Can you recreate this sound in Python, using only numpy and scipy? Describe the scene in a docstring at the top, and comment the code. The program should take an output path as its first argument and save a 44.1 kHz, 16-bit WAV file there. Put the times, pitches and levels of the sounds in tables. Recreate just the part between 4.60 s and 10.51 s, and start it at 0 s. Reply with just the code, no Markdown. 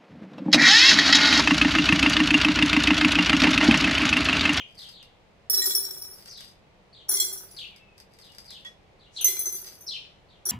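"""Dried chickpeas dropped from a china bowl into empty glass jars on a wooden table: impacts drive decaying
glass modes, filtered-noise clacks, a table knock and the jar's air note; light bounces fade to rest.
Fingers stir the bowl (impulses and grains into damped china modes); a jar is nudged, a sleeve hisses by.
A small bird across the kitchen chirps in falling, warbling near-sines, mostly heard through the room.
Under it all, a faint steady rumble of coloured noise."""
import sys
import numpy as np
from scipy import signal
from scipy.fft import rfft, irfft, next_fast_len
from scipy.io import wavfile
from scipy.ndimage import uniform_filter1d

SR = 44100
rng = np.random.default_rng(int(sys.argv[2]) if len(sys.argv) > 2 else 0)


def generate_wav(signal):
    """Clip the signal to [-1, 1] and save it as 16-bit WAV at the path in sys.argv[1]."""
    frames = np.transpose(np.atleast_2d(signal))
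    scaled = np.clip(frames, -1, 1) * 32767
    pcm = np.round(scaled).astype(np.int16)
    wavfile.write(sys.argv[1], SR, pcm)


N = 260631
TIME = np.arange(N) / SR
RING_TIME = TIME[:SR * 3 // 5]

# Handfuls let go over a jar: t/s, jar, time to rest/s, starting level of light bounces/dB
HANDFULS = [(0.898, "left", 0.69, -23), (2.484, "back", 0.37, -30.5), (4.61, "front", 0.63, -37.5),
            (5.855, "back", 0.33, -27)]
# Spectrum of a pea's dry clack: f/Hz, relative density/dB
CLACK_SPECTRUM = [(1200, -31), (2600, -22.5), (3500, -10), (5300, 0), (7500, -5.5), (8700, -2), (10000, -2),
                  (12500, -5.5), (15500, -2.5)]


def from_db(db):
    """Decibels to gain."""
    return 10 ** (np.asarray(db) / 20)


def rms_one(x):
    """Scale to unit power."""
    return x / np.sqrt(np.mean(x ** 2) + 1e-20)


def at_hz(points, hz):
    """Read a spectrum on a log-frequency axis."""
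    point_hz, value = np.array(points).T
    return np.interp(np.log(hz + 1), np.log(point_hz), value)


def noise(spectrum, size):
    """Two unrelated channels of coloured noise with unit power."""
    padded = next_fast_len(size)
    hz = np.arange(padded // 2 + 1) * SR / padded
    white = rfft(rng.standard_normal((2, padded)))
    coloured = irfft(white * from_db(at_hz(spectrum, hz)), padded)
    return rms_one(coloured[:, :size])


def dying(t60):
    """Exponential decay, -60 dB at t60 seconds."""
    return from_db(-60 * RING_TIME / t60)


def mode(hz, t60, swell_s):
    """One ringing mode that swells in over its first moments; random phase per channel."""
    tone = np.sin(2 * np.pi * (hz * RING_TIME + rng.random((2, 1))))
    return tone * dying(t60) * (1 - np.exp(-RING_TIME / swell_s))


def burst(spectrum, t60, tail_db, tail_t60):
    """A short crack of noise and its faint after-ring."""
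    envelope = dying(t60) + from_db(tail_db) * dying(tail_t60)
    return noise(spectrum, size=len(RING_TIME)) * envelope


def to_samples(times):
    """Seconds to sample indices, held within the scene."""
    return np.clip(np.round(np.asarray(times) * SR).astype(int), 0, N)


def clicks(times, db):
    """One impulse per contact."""
    out = np.zeros(N + 1)
    np.add.at(out, to_samples(times), from_db(db))
    return out[:N]


def grains(per_s, spread_db):
    """Tiny contacts of uneven strength and random sign at random moments."""
    present = rng.random(N) < per_s / SR
    sign = rng.choice([-1, 1], N)
    return present * sign * from_db(spread_db * np.clip(rng.standard_normal(N), -2, 2))


def swell(s, half_length_s, db):
    """Gain of a movement that swells and fades around one moment (Gaussian)."""
    return from_db(db) * np.exp(-((TIME - s) / half_length_s) ** 2)


def play(force, response):
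    """Drive a response with a force by convolution."""
    return signal.oaconvolve(np.atleast_2d(force), np.asarray(response), axes=-1)[:, :N]


def kitchen(x, wet_db, t60):
    """Direct sound plus diffuse reflections that build up over the first milliseconds."""
    build_up = np.clip(RING_TIME / 0.0043, 0, 1)
    tail = rng.standard_normal((2, len(RING_TIME))) * dying(t60) * build_up
    unit_tail = tail / np.sqrt(np.sum(tail ** 2, axis=1, keepdims=True))
    return x + from_db(wet_db) * play(x, unit_tail)


def background():
    """Steady room rumble: mid and side noise mixed so the bass is alike on both sides."""
    # f/Hz, relative density/dB
    rumble_spectrum = [(15, -36.5), (25, -1), (200, -3), (242, -12), (489, -6), (840, -10), (1020, -13.5),
                       (1560, -19), (2110, -16), (4030, -23.5), (14400, -48), (16000, -55.5)]
    # f/Hz, left-right likeness (0 to 1)
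    likeness = [(30, .55), (120, .75), (300, 0.68), (600, 0.35), (1200, 0.097), (4000, .05)]
    mid_side_db = -60.5   # of the mid and side noises, before mixing
    padded = next_fast_len(N)
    mid, side = rfft(noise(rumble_spectrum, size=padded))
    alike = np.clip(at_hz(likeness, np.arange(len(mid)) * SR / padded), -1, 1)
    stereo = np.sqrt(1 + alike) * mid + np.sqrt(1 - alike) * side * [[1], [-1]]
    return from_db(mid_side_db) * irfft(stereo, padded)[:, :N]


def notes(rows, zigzag, rough, flutter_db, zigzag_hz=38, warble_hz=310):
    """Falling near-sines with a pitch zigzag; uneven warble and level flutter set their raspiness."""
    attack_s, release_s, fade_db = 0.0089, 0.012, 3
    glide_curve = .8   # below 1: pitch falls fastest at first
    octave_db = -24   # weak second harmonic
    slow_noise = uniform_filter1d(rng.standard_normal((2, N)), size=70)
    wobble, flutter = rms_one(uniform_filter1d(slow_noise, size=30))
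    out = np.zeros(N)
    for s, length, first_hz, last_hz, db in rows:
        on = (TIME >= s) & (TIME < s + length)
        t = TIME[on] - s
        glide = first_hz * (last_hz / first_hz) ** ((t / length) ** glide_curve)
        warble = np.sin(2 * np.pi * warble_hz * t) + .7 * wobble[on]
        pitch = glide * (1 - zigzag * np.cos(2 * np.pi * zigzag_hz * t) + rough * warble)
        phase = 2 * np.pi * np.cumsum(pitch) / SR
        edges = np.clip(np.minimum(t / attack_s, (length - t) / release_s), 0, 1)
        loudness = from_db(db - fade_db * t / length + flutter_db * flutter[on]) * edges
        out[on] += loudness * (np.sin(phase) + from_db(octave_db) * np.sin(2 * phase))
    return out


def bird():
    """Raspy chirps and thin smooth whistles, far enough away that the room outweighs the direct voice."""
    # t/s, length/s, glide start f/Hz, glide end f/Hz, level/dB
    chirp_rows = [(-.06, 0.084, 4700, 2670, -35.5), (.171, .11, 4800, 2933, -47),
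                  (.32, 0.12, 4680, 2870, -52.5), (1.684, 0.14, 6120, 3260, -47),
                  (2.325, 0.11, 4530, 2940, -54), (2.964, 0.096, 4595, 2680, -39),
                  (3.616, 0.094, 4500, 2930, -55), (3.874, .11, 4900, 2915, -47),
                  (4.39, .1, 4620, 2960, -60.5), (4.56, 0.082, 4340, 2644, -36),
                  (5.263, 0.11, 5735, 2616, -35), (5.683, 0.098, 4620, 2920, -62)]
    # t/s, length/s, glide start f/Hz, glide end f/Hz, level/dB
    whistle_rows = [(3.09, 0.092, 2710, 2110, -60), (3.19, 0.14, 2700, 2530, -60.5)]
    chirps = notes(chirp_rows, zigzag=.09, rough=.035, flutter_db=3.5)
    whistles = notes(whistle_rows, zigzag=.002, rough=0.0048, flutter_db=0.0)
    panned = (chirps + whistles) * from_db([[1], [-1]])
    return kitchen(panned, wet_db=2.5, t60=0.42)


def bowl():
    """Peas click and stir against hand-damped china; a softly nudged jar wakes its low modes."""
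    # Clicks under the fingers: t/s, level/dB
    bowl_clicks = [(0.19, -43.5), (0.291, -44), (.428, -47.5), (1.808, -40), (1.837, -53.5), (2.966, -45),
                   (3.162, -48), (3.38, -47), (3.401, -43.5), (3.537, -53), (3.654, -53), (3.72, -50),
                   (3.749, -46.5), (3.784, -37), (3.906, -38)]
    # Finger stirs: t of peak/s, half length/s, level/dB
    stir_rows = [(0.219, 0.09, -52.5), (1.723, 0.14, -49.5), (2.97, 0.1, -56), (3.396, 0.033, -70),
                 (3.633, 0.096, -59), (3.876, 0.11, -55.5), (5.036, 0.11, -49)]
    # Damped bowl: f/Hz, level/dB, t60/s
    bowl_modes = [(3650, -34, 0.011), (4990, -5.5, 0.0037), (4904, -0.5, 0.048), (5460, -5.5, 0.0089),
                  (8320, -0.5, 0.0075), (12270, -10, 0.02)]
    # Peas' own tick: f/Hz, relative density/dB
    tick_spectrum = [(1000, 1.5), (3000, 5.5), (5500, 5), (8000, -2.5), (10500, -6), (12800, -11),
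                     (15500, -21)]
    # Jar nudges: t/s, level/dB
    nudge_rows = [(4.048, -38), (4.062, -39)]
    # Low jar modes: f/Hz, relative level/dB, t60/s
    nudge_modes = [(1902, 0, 0.18), (3385, 6.5, 0.13), (5280, -21, 0.26), (6010, -26, 0.097)]

    stirring = sum(swell(*row) for row in stir_rows) * grains(per_s=220, spread_db=5)
    force = clicks(*np.transpose(bowl_clicks)) + stirring
    china = sum(from_db(db) * mode(hz, t60, swell_s=0.00014) for hz, db, t60 in bowl_modes)
    tick = burst(tick_spectrum, t60=0.0086, tail_db=-20, tail_t60=0.12)
    stirred = play(force, china + tick) * from_db([[1], [-1]])

    ring = sum(from_db(db) * mode(hz, t60, swell_s=0.0026) for hz, db, t60 in nudge_modes)
    touch = burst(tick_spectrum, t60=0.037, tail_db=-8, tail_t60=0.26)
    nudge = play(clicks(*np.transpose(nudge_rows)), from_db(-4.5) * ring + from_db(-13.5) * touch)
    return kitchen(stirred + nudge, wet_db=-1, t60=0.17)


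def handful(start, rest_s, first_db, count=16):
    """Rows (t/s, level/dB, spot): hard impacts, then light bounces fading and nearing the bottom."""
    # Hard impacts: t/s, strength/dB, spot (0 bottom, 1 wall)
    impact_rows = [(0.898, -16, 0.013), (0.929, -18, 0.17), (0.94, -19.5, 0.56), (0.975, -17, 0.12),
                   (1.018, -23, 1), (1.04, -21, 0.11), (1.057, -13, 0.15), (1.106, -19, 0.75),
                   (1.149, -17.5, 0.039), (1.155, -21, 0.028), (1.25, -26.5, 0.58), (1.307, -27.5, 0.24),
                   (1.42, -32, 0.12), (1.511, -41, 0.071), (2.485, -36, .1), (2.49, -16.5, .03),
                   (2.514, -15.5, 0.19), (2.539, -19, .02), (2.569, -26.5, 0.84), (2.599, -13, 0.56),
                   (2.612, -28, 0.29), (2.643, -25.5, .03), (2.693, -38, 0.027), (2.727, -27.5, .05),
                   (2.775, -33, 0.27), (2.91, -46.5, 0.062), (4.61, -30.5, 0.059), (4.644, -15.5, 0.11),
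                   (4.652, -30, 0.84), (4.68, -27.5, 1), (4.766, -33, 1), (4.791, -25.5, .03),
                   (4.856, -26, 0.57), (4.877, -35, 0.039), (4.924, -30.5, 0.18), (4.95, -32.5, 0.084),
                   (5.014, -42, .3), (5.061, -40.5, 0.61), (5.208, -46, 0.04), (5.854, -26.5, 0.04),
                   (5.863, -23, 0.036), (5.888, -20.5, 0.14)]
    settle_loss_db, spread_db = 21, 3.5
    hard = [row for row in impact_rows if start - .1 < row[0] < start + 1]
    moment, size, spot = rng.random((count, 3)).T
    progress = (np.arange(count) + 1 + moment) / (count + 1)
    light_s = start + rest_s * progress
    light_db = first_db - settle_loss_db * progress + spread_db * (2 * size - 1)
    light = [light_s, light_db, spot * (1 - progress / 2)]
    return np.vstack([hard, np.transpose(light)])


def family_levels(hits):
    """Level/dB of each mode family per hit, from its strength and its spot."""
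    # families: bottom drumming, bottom overtones, wall bending, dense top modes
    on_bottom_db, on_wall_db = [-4, -1.5, -24.5, -3.5], [-9, -19, 2.5, -10.5]
    wall = np.clip(hits[:, 2:], 0, 1)
    return hits[:, 1:2] + (1 - wall) * np.array(on_bottom_db) + wall * np.array(on_wall_db)


def glass(modes, hits, level_db, swell_s=0.0011, uneven_db=5.0, split=0.0013):
    """An imperfectly round jar: each mode is a close pair, its strength and balance random per hit."""
    # Base t60/s of each mode family, lengthened below for low modes
    base_t60_s = [0.13, 0.12, 0.1, 0.13]
    zone_edges_hz, family_of_zone = [5260, 6600, 8400, 10650], [2, 0, 2, 1, 3]
    long_ring_hz = 2070   # modes here, the lowest of the wall, ring twice the base t60

    times, family_db = hits[:, 0], family_levels(hits)
    hz, db = np.transpose(modes)
    family = np.take(family_of_zone, np.searchsorted(zone_edges_hz, hz))
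    gap = split * rng.random(len(hz))
    angle = rng.uniform(0, 2 * np.pi, (len(times), len(hz)))
    uneven = uneven_db * rng.uniform(-1.1, 1.345, angle.shape)
    strength = from_db(family_db[:, family] + db + level_db + uneven)
    rings = 0
    for detune, share in ((1 - gap, np.cos(angle)), (1 + gap, np.sin(angle))):
        shapes = np.array([mode(f, base_t60_s[k] * (1 + (long_ring_hz / f) ** 4), swell_s)
                           for f, k in zip(hz * detune, family)])
        rings = rings + np.tensordot(strength * share, shapes, 1)
    out = np.zeros((2, N + len(RING_TIME)))
    for start, ring in zip(to_samples(times), rings):
        out[:, start:start + len(RING_TIME)] += ring
    return out[:, :N]


def ring_jars():
    """Each handful rings the modes of its own jar; returns the rings and all hits."""
    # Back left jar: f/Hz, relative level/dB
    left_modes = [(1895, -19.5), (2290, -27.5), (3391, -12), (4016, -9), (4996, -19), (5297, -17),
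                  (5491, -2), (5525, -3.5), (6169, -22), (7321, -11), (7827, -10), (8753, -19), (9658, -5),
                  (9905, -5), (10250, -10.5), (11050, -19.5), (11994, -6.5), (12295, -14.5), (12392, -17.5),
                  (12489, -11), (12898, -13.5), (13523, -15), (14600, -14), (14901, -10), (15310, -9.5),
                  (15493, -17.5)]
    # Back right jar: f/Hz, relative level/dB
    back_modes = [(2067, -13), (2310, -29.5), (3348, -7), (4199, -5), (4996, -10.5), (5814, -2),
                  (6535, -19.5), (7483, 1.5), (7989, -9.5), (9539, -12), (9851, -1.5), (9959, -2.5),
                  (10067, -4), (10777, -17), (11208, -18.5), (11940, -13.5), (12285, -16), (12403, -9.5),
                  (12940, -13.5), (13372, -18), (13652, -16.5), (14632, -6.5), (14901, -15.5), (15084, -12)]
    # Front right jar: f/Hz, relative level/dB
    front_modes = [(2056, -10), (2340, -18), (3413, -4), (4081, -11), (4156, -8.5), (5233, -11.5),
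                   (6051, -3), (6128, 3), (7720, -7), (7950, -11), (8678, -7.5), (9259, -16), (9593, -12),
                   (9776, -6.5), (10239, -3), (10541, 0.5), (11413, -9), (11811, -8.5), (11880, -6.5),
                   (12295, 2), (12554, -12), (12801, -15.5), (12909, -19), (13555, -15.5), (14298, -6.5),
                   (14879, -26), (15278, -2)]
    # modes, ring level/dB, left-right difference/dB
    jar_settings = {"left": (left_modes, 0.56, 0.6),
                    "back": (back_modes, -0.41, 0.6),
                    "front": (front_modes, -0.5, 0.36)}
    rings, drops = 0, []
    for start, jar, rest_s, first_db in HANDFULS:
        modes, ring_db, pan_db = jar_settings[jar]
        hits = handful(start, rest_s, first_db)
        rings = rings + glass(modes, hits, ring_db) * from_db([[pan_db / 2], [-pan_db / 2]])
        drops.append(hits)
    return rings, np.vstack(drops)


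def contacts(hits, softening, rolling_db, settle_t60):
    """Force of the impacts, each followed by a dying patter of rolling peas."""
    db = 10 * np.log10(np.sum(from_db(family_levels(hits)) ** 2, axis=1))
    # softening below 1 narrows the range between light and hard hits
    force = clicks(hits[:, 0], db.max() + softening * (db - db.max()))
    motion = np.sqrt(np.abs(play(force ** 2, dying(settle_t60)[None] ** 2)[0]))
    return force + from_db(rolling_db) * motion * grains(per_s=170, spread_db=7)


def faint_modes(level_db, t60, count=44):
    """Many faint glass modes, jittered evenly in log frequency and coloured like the clack."""
    pitches = 2300 * (15500 / 2300) ** ((np.arange(count) + rng.random(count)) / count)
    total = 0
    for hz in pitches:
        gain = from_db(at_hz(CLACK_SPECTRUM, hz)) * np.sqrt(hz / pitches[-1])
        total = total + gain * mode(hz, t60, swell_s=0.0029)
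    return from_db(level_db) * total


def pea_clack(hits):
    """Dry clack of the peas: a noise burst plus faint glass modes per contact."""
    sharp = contacts(hits, softening=0.93, rolling_db=-4.5, settle_t60=0.27)
    crack = burst(CLACK_SPECTRUM, t60=.012, tail_db=-18.5, tail_t60=0.12)
    return from_db(-13.0) * play(sharp, crack + faint_modes(level_db=-21, t60=0.15))


def table_knock(hits):
    """Knock in the table and hollow note of the jar's air, driven alike in both channels."""
    # f/Hz, relative density/dB
    knock_spectrum = [(130, -28), (240, 3), (370, 14), (550, -4.5), (1300, -2), (1900, -7), (3000, -33)]
    air_hz, air_db, air_t60_s = 388.9, -33.5, .13
    fall_spread_s, fall_db = 0.02, 0.5   # extra gain of first landings, from hand height
    # light bounces lose more treble than weight
    heavy = contacts(hits, softening=0.49, rolling_db=-8, settle_t60=0.49)
    thud = from_db(-30) * burst(knock_spectrum, t60=0.023, tail_db=-10.5, tail_t60=0.17)[0]
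    air = from_db(air_db) * np.sin(2 * np.pi * air_hz * RING_TIME) * dying(air_t60_s)
    weight = 1 + sum(swell(start + fall_spread_s, fall_spread_s, fall_db) for start, *_ in HANDFULS)
    return play(heavy * weight, [thud + air])


def jars():
    """Ringing glass and clack in one room tail, the long waves of the knock in a longer one."""
    rings, hits = ring_jars()
    bright = rings + pea_clack(hits)
    body = kitchen(table_knock(hits), wet_db=-5.5, t60=0.53)
    return kitchen(bright, wet_db=-2.0, t60=0.38) + body


def sleeve():
    """A sleeve brushes past as the arm reaches for the front jar: a brief swell of cloth hiss."""
    # f/Hz, relative density/dB
    sleeve_spectrum = [(2000, -3), (6000, 11), (11000, -6.5), (13500, -22.5)]
    return swell(4.58, half_length_s=0.036, db=-48.5) * noise(sleeve_spectrum, size=N)


def scene():
    """Jars, bowl, sleeve, bird and room."""
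    return jars() + bowl() + sleeve() + bird() + background()


def record(dry):
    """Steep elliptic low-pass."""
    cutoff_hz = 15600
    low_pass = signal.ellip(10, .3, 70, cutoff_hz, fs=SR, output="sos")
    return signal.sosfilt(low_pass, dry)


dry = scene()
out = record(dry)
generate_wav(out)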